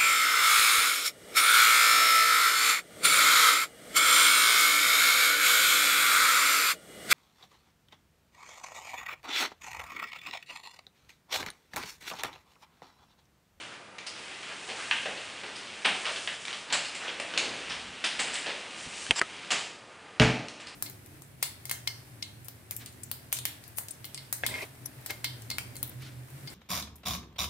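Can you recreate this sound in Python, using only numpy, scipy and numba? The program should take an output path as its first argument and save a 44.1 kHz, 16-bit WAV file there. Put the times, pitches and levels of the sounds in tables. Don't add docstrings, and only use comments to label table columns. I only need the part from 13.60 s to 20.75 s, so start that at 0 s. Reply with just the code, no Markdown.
import sys
import numpy as np
from scipy import signal
from scipy.fft import rfft, irfft
from scipy.io import wavfile
from numba import njit

SR = 44100
rng = np.random.default_rng(int(sys.argv[2]) if len(sys.argv) > 2 else 0)


def pcm_store(signal):
    levels = np.round(np.clip(np.atleast_2d(signal), -1, 1) * 32767)
    wavfile.write(sys.argv[1], SR, levels.astype(np.int16).T)


N = 315315
TIME_S = np.arange(N) / SR


def undb(db):
    return 10 ** (np.asarray(db) / 20)


def unit(x):
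    return x / np.sqrt(np.sum(x ** 2) + 1e-18)


def level(x, db):
    return unit(x) * np.sqrt(len(x)) * undb(db)


def add(out, start_s, x):
    i = max(int(start_s * SR), 0)
    out[i:i + len(x)] += x[:N - i]


def on_log(hz, points):
    f, value = np.transpose(points)
    return np.interp(np.log(np.maximum(hz, 1)), np.log(f), value)


def colour(x, spectrum, size=4096):
    log_gain = np.log(undb(on_log(np.fft.rfftfreq(size, 1 / SR), spectrum)))
    cepstrum = irfft(log_gain)
    cepstrum[1:size // 2] *= 2
    cepstrum[size // 2 + 1:] = 0
    impulse = irfft(np.exp(rfft(cepstrum)))
    return signal.fftconvolve(x, impulse)[:len(x)]


@njit
def svf(x, hz, width):
    y, b, l = np.empty(len(x)), 0., 0.
    for i in range(len(x)):
        g = np.tan(np.pi * hz[i] / SR)
        v = (b + g * (x[i] - l)) / (1 + g * (g + width))
        b, l, y[i] = 2 * v - b, l + 2 * g * v, width * v
    return y


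def noise(count=N):
    return rng.standard_normal(count)


def swell(t, half_s):
    return np.exp(-(t / half_s) ** 2 / 2)


# t/s, wood level/dB, steel level/dB, body level/dB, clatter length/s, link ring f/Hz
CATCHES = [ (1.311, -26, -51, -54, 0.0046, 2800), (2.247, -23.5, -41, -34.5, .019, 8400),
           (2.675, -33, -53, -48, .0024, 3600), (3.124, -28, -33.5, -37.5, .017, 7360),
           (3.599, -36, -44.5, -40.5, 0.0022, 3080), (3.776, -27, -36.5, -47, 0.0063, 6830),
           (4.440, -29, -35, -42, 0.014, 3240), (4.592, -32, -36.5, -38.5, 0.013, 7660),
           (5.905, -27, -34, -37, .02, 7030), (6.598, -23, -36.5, -34, 0.0026, 3750),
           (6.615, -35.5, -41, -23.5, .01, 6850)]


def catches(dulling=.87, steel_gain_db=3):
    out = np.zeros(N)
    for t_s, wood_db, steel_db, body_db, length_s, link_hz in CATCHES:
        dull_db_per_oct = dulling * max(wood_db - steel_db - 12, 0)
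        add(out, t_s, undb(wood_db) * wood_knock(length_s, dull_db_per_oct))
        add(out, t_s, undb(steel_db + steel_gain_db) * link_ring(length_s, link_hz))
        add(out, t_s, undb(body_db) * body_slap(length_s))
    return out


def first_contact(length_s, firm=0.88, firm_s=0.0093):
    return firm * np.exp(-length_s / firm_s)


def clatter(length_s, first, ring_s, count=16, size=8192):
    when = (np.arange(count) + rng.random(count)) * 2 / count
    build = np.minimum(3 * first + (when / 0.42) ** 2, 1)
    energy = rng.exponential(size=count) * np.exp(-when / 0.53) * build
    hits = np.zeros(size)
    np.add.at(hits, np.minimum(when * length_s * SR, size - 1).astype(int), energy)
    ringing_energy = signal.lfilter([1], [1, -np.exp(-2 / (ring_s * SR))], hits)
    burst = unit(np.sqrt(ringing_energy) * noise(size))
    burst[0] += first
    return burst


# f/Hz, level/dB
WOOD_SPECTRUM = [(60, -44), (300, -24.5), (800, -13), (1300, -8.5), (1800, -5), (2300, -3.5), (2800, -1),
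                 (3400, -5), (4200, -9.5), (6000, -18), (10000, -62)]


def wood_knock(length_s, dull_db_per_oct=0, ring_s=0.0015):
    spectrum = [(hz, db - dull_db_per_oct * max(np.log2(hz / 2900), 0)) for hz, db in WOOD_SPECTRUM]
    return unit(colour(clatter(length_s, first_contact(length_s), ring_s), spectrum))


# f/Hz, level/dB
STEEL_SPECTRUM = [(1500, -28.5), (3000, 3.5), (4000, 8.5), (5000, 9), (6200, 2.5), (7600, 2.5), (9000, 3.5),
                  (10200, -2.5)]


def link_ring(length_s, hz, ring_db=-3, width=0.076, firm_share=0.34, ring_s=0.00098):
    contacts = clatter(length_s, firm_share * first_contact(length_s), ring_s)
    links = colour(contacts, STEEL_SPECTRUM)
    ring = svf(links, np.full(len(links), float(hz)), width)
    return unit(unit(links) + undb(ring_db) * unit(ring))


# f/Hz, level/dB
BODY_SPECTRUM = [(40, -43.5), (90, -32.5), (140, -6.5), (250, -2.5), (430, -1), (700, 3), (1200, -7.5),
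                 (2200, -1.5), (6000, -58)]


def body_slap(length_s, ring_s=0.006):
    return unit(colour(clatter(length_s, first_contact(length_s), ring_s), BODY_SPECTRUM))


# t/s, body level/dB, wood level/dB, clatter length/s
SLAPS = [(1.076, -42.5, -38.5, 0.032), (1.456, -37.5, -38.5, .01), (1.574, -50, -44, 0.013),
         (1.835, -45, -43, 0.012), (2.447, -43.5, -31, 0.034), (2.558, -51, -38, 0.017),
         (3.478, -44, -36.5, 0.012), (3.738, -42.5, -39.5, 0.0036), (4.862, -39, -33.5, .028)]


def slaps(thump_hz=443, thump_width=.6, thump_db=-2.5, dull_db_per_oct=-1):
    out = np.zeros(N)
    for t_s, body_db, wood_db, length_s in SLAPS:
        smack = body_slap(length_s)
        hollow = unit(svf(smack, np.full(len(smack), float(thump_hz)), thump_width))
        add(out, t_s, undb(body_db) * unit(smack + undb(thump_db) * hollow))
        add(out, t_s, undb(wood_db) * wood_knock(length_s, dull_db_per_oct))
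    return out


# t/s, stick tug level/dB, link level/dB, clatter length/s
JERKS = [(.004, -46, -57, .011), (0.384, -43.5, -56, 0.0041), (0.465, -43, -43.5, 0.011),
         (0.715, -50, -71, 0.01), (0.83, -45, -60, 0.0095), (1.954, -49, -47.5, 0.022),
         (2.852, -42, -55, .0017), (2.867, -37.5, -62, .022), (2.929, -39, -54, 0.0057),
         (3.102, -39.5, -72, 0.0089), (3.245, -42, -44, .03), (3.347, -41.5, -46.5, 0.012),
         (4.095, -36.5, -46.5, 0.025), (4.733, -35, -40, 0.027), (5.465, -42.5, -55, 0.0012),
         (6.884, -46.5, -50.5, 0.0015), (6.998, -47.5, -58, .02), (7.062, -48.5, -50.5, 0.022)]


def jerks(steel_gain_db=3, link_hz=5800, scatter=0.23):
    out = np.zeros(N)
    for t_s, wood_db, steel_db, length_s in JERKS:
        hz = link_hz * np.exp(scatter * rng.standard_normal())
        tug = undb(wood_db) * wood_knock(length_s)
        links = undb(steel_db + steel_gain_db) * link_ring(length_s, hz)
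        add(out, t_s, tug + links)
    return out


# t/s, level/dB, air pitch f/Hz
SWISHES = [(.145, -47.5, 1570), (.915, -42, 1504), (1.214, -39, 1488), (2.48, -40.5, 1210),
           (3.154, -38.5, 1206), (3.455, -38, 1398), (3.768, -42.5, 1063), (3.89, -43.5, 383.6),
           (4.72, -53, 1400)]


def swishes(width=0.99, glide=0.21, ref_half_s=.031, ref_hz=1390, stretch=.8):
    out = np.zeros(N)
    for t_s, db, hz in SWISHES:
        half_s = ref_half_s * (ref_hz / hz) ** stretch
        t = np.arange(-3 * half_s, 3 * half_s, 1 / SR)
        speed = swell(t, half_s)
        centre_hz = hz * np.clip(1 - glide + glide * speed, .1, 2)
        rush = svf(noise(len(t)), centre_hz, 2 * width)
        rush = svf(rush, centre_hz, 2 * width)
        add(out, t_s - .015 + t[0], level(rush, db) * speed)
    return out


def grains(rate_hz, spread_db):
    strength = undb(spread_db * np.minimum(rng.exponential(size=N), 4))
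    return (rng.random(N) < rate_hz / SR) * strength * rng.choice([-1, 1], N)


# t/s, level/dB
EFFORT = [(0.0, -41), (0.21, -53.5), (0.44, -52), (0.59, -42.5), (1.14, -45), (1.26, -41.5), (2.23, -43.5),
          (2.44, -43.5), (2.84, -46), (4.02, -41), (4.28, -43.5), (4.49, -43.5), (4.61, -39), (4.81, -40.5),
          (4.95, -42), (5.98, -44), (6.16, -60), (6.3, -52)]
# t/s, level/dB, half length/s
REACHES = [(1.2, -51.5, 0.21), (2.534, -46, 0.16), (2.916, -51, 0.075), (5.224, -49.5, .04),
           (5.404, -44.5, 0.047)]
# f/Hz, level/dB
AIR_SPECTRUM = [(25, -24), (70, -9.5), (130, -10.5), (230, 0), (450, -2.5), (800, -2), (1300, -4.5),
                (2200, 0), (5000, -21.5)]
# f/Hz, level/dB
CLOTH_SPECTRUM = [(800, -14.5), (2500, -18.5), (4500, 5), (6500, 4.5), (8500, 5.5), (10200, -4)]


def motion(air_db=-51, chain_db=-46.5, cloth_db=-54.5, air_law=0.83, chain_law=1.67, cloth_law=1.8):
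    effort = undb(np.interp(TIME_S, *np.transpose(EFFORT)))
    air = level(colour(noise(), AIR_SPECTRUM) * effort ** air_law, air_db)
    rolling = colour(grains(rate_hz=1100, spread_db=3.5), WOOD_SPECTRUM)
    chain = level(rolling * effort ** chain_law, chain_db)
    rub = level(effort ** cloth_law, cloth_db)
    for t_s, db, half_s in REACHES:
        rub = rub + undb(db) * swell(TIME_S - t_s, half_s)
    cloth = level(colour(grains(rate_hz=4100, spread_db=4.0), CLOTH_SPECTRUM), 0)
    return air + chain + rub * cloth


# f/Hz, level/dB, t60/s
THUD_MODES = [(43.5, -19, 0.4), (67, -5, 0.23), (124.2, 0.5, 0.37), (155, -11, 0.34), (238.6, -9.5, 0.61),
              (243, -11, 0.26), (298, -19, 0.92), (439, -6, 0.45), (623, -4.5, 0.2)]
# f/Hz, level/dB
HEFT_SPECTRUM = [(25, -30), (45, -7), (70, -9), (95, -4), (125, 6), (240, 5), (400, -5), (900, -21),
                 (3000, -51)]


def thud(start_s=6.600, build_s=0.00143, ring_db=-16.5, heft_db=-22, heft_t60_s=0.55):
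    out, t = np.zeros(N), TIME_S[:SR]
    ring = 0
    for hz, db, t60_s in THUD_MODES:
        tone = np.sin(2 * np.pi * (hz * t + rng.random()))
        ring = ring + undb(db) * tone * undb(-60 * t / t60_s)
    heft = level(colour(noise(SR), HEFT_SPECTRUM), heft_db) * undb(-60 * t / heft_t60_s)
    add(out, start_s, (undb(ring_db) * ring + heft) * (1 - np.exp(-t / build_s)))
    return out


# t/s, ring peak level/dB, f/Hz, t60/s
CLICKS = [(5.5089, -2, 2750, 0.0039), (5.5109, -15, 3220, 0.013), (5.5127, -18, 2570, 0.0093),
          (5.6158, -22, 4600, 0.004), (5.615, -7, 1770, 0.0046), (5.6167, -27, 1283, 0.079),
          (5.621, -19.5, 1870, 0.0078)]
# t/s, level/dB
SCRAPE = [(5.552, -48), (5.564, -31.5), (5.579, -32.5), (5.597, -25), (5.599, -58)]
# f/Hz, width/Hz, level/dB
SCRAPE_MODES = [(1010, 460, 1), (1680, 240, 3.5), (2720, 990, 2), (5050, 610, 4.5), (7520, 570, 5.5),
                (9800, 1400, -12)]


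def close_clicks(rise_s=0.00013, snap_db=-19, snap_s=0.0033, knock_db=-21, knock_s=0.0076):
    out, t = np.zeros(N), TIME_S[:SR // 10]
    for t_s, db, hz, t60_s in CLICKS:
        ring = np.sin(2 * np.pi * hz * t) * undb(-60 * t / t60_s) * (1 - np.exp(-t / rise_s))
        snap = undb(snap_db) * noise(len(t)) * np.exp(-t / snap_s)
        knock = level(colour(noise(len(t)), BODY_SPECTRUM), knock_db) * np.exp(-t / knock_s)
        add(out, t_s, undb(db) * (ring / np.abs(ring).max() + snap + knock))
    scrape = 0
    for hz, width_hz, mode_db in SCRAPE_MODES:
        centre_hz = np.full(len(t), float(hz))
        mode = svf(noise(len(t)), centre_hz, 2 * width_hz / hz)
        scrape = scrape + undb(mode_db) * svf(mode, centre_hz, 2 * width_hz / hz)
    t_s, db = np.transpose(SCRAPE)
    envelope = undb(np.interp(t_s[0] + t, t_s, db, right=-np.inf))
    add(out, t_s[0], level(scrape, 0) * envelope)
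    return out


# t/s, level/dB, half length/s
BUMPS = [(4.176, -55, 0.12), (4.6, -54, 0.022), (5.271, -44, 0.0098), (5.505, -36.5, 0.0056),
         (7.074, -49.5, 0.007)]
# f/Hz, level/dB
FLOOR_SPECTRUM = [(25, -32), (45, -4), (85, 0), (130, -8), (250, -4.5), (600, -24), (2000, -47)]


def bumps():
    envelope = sum(undb(db) * swell(TIME_S - t_s, half_s) for t_s, db, half_s in BUMPS)
    return level(colour(noise(), FLOOR_SPECTRUM), 0) * envelope


# f/Hz, t60/s
ROOM_T60 = [(100, 0.37), (400, 0.78), (1200, 0.49), (2800, 0.6), (5000, 0.62), (9000, 0.55)]


def room(x, direct_db=-3.5, early_db=-11, tail_db=-2.0, build_s=0.0017, count=6):
    out = undb(direct_db) * x
    for lag_s in rng.uniform(.003, .025, count):
        add(out, lag_s, undb(early_db) / np.sqrt(count) * rng.choice([-1, 1]) * x)
    edges_hz = np.geomspace(440, 11000, 25) - 400
    for lo, hi in zip(edges_hz, edges_hz[1:]):
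        band = signal.butter(3, [lo, hi], "band", fs=SR, output="sos")
        energy = signal.sosfilt(band, x + 1e-18) ** 2 + 1e-18
        decay_s = on_log(np.sqrt(lo * hi), ROOM_T60) / np.log(10 ** 6)
        for tau_s in (build_s, decay_s):
            keep = np.exp(-1 / (tau_s * SR))
            energy = signal.lfilter([1 - keep], [1, -keep], energy)
        out += np.sqrt(energy) * level(signal.sosfilt(band, noise()), tail_db)
    return out


# f/Hz, level/dB
HISS_SPECTRUM = [(18, -46), (30, -45), (87, -12.5), (120, -10.5), (358, -10), (435, -8), (1090, -11),
                 (1240, -10.5), (1360, -10), (4170, -22), (4940, -25), (10000, -30), (13000, -66),
                 (22000, -120)]
# f/Hz, rms level/dB
WHINE = [(1217, -63), (2439, -68), (4829, -73)]


def background(hiss_db=-51.7):
    whine = sum(np.sqrt(2) * undb(db) * np.sin(2 * np.pi * hz * TIME_S) for hz, db in WHINE)
    return level(colour(noise(), HISS_SPECTRUM), hiss_db) + whine


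def scene(blow_s=0.048):
    blows = (catches() + slaps() + jerks()) * np.sqrt(blow_s * SR)
    in_room = room(blows + swishes() + motion())
    mono = in_room + thud() + close_clicks() + bumps() + background()
    return np.array([mono, mono])


def record(dry, low_cut_hz=33, top_hz=10120):
    low_cut = signal.butter(4, low_cut_hz, "high", fs=SR, output="sos")
    top_cut = signal.ellip(12, .2, 70, top_hz, fs=SR, output="sos")
    return signal.sosfilt(top_cut, signal.sosfilt(low_cut, dry))


dry = scene()
out = record(dry)
pcm_store(out)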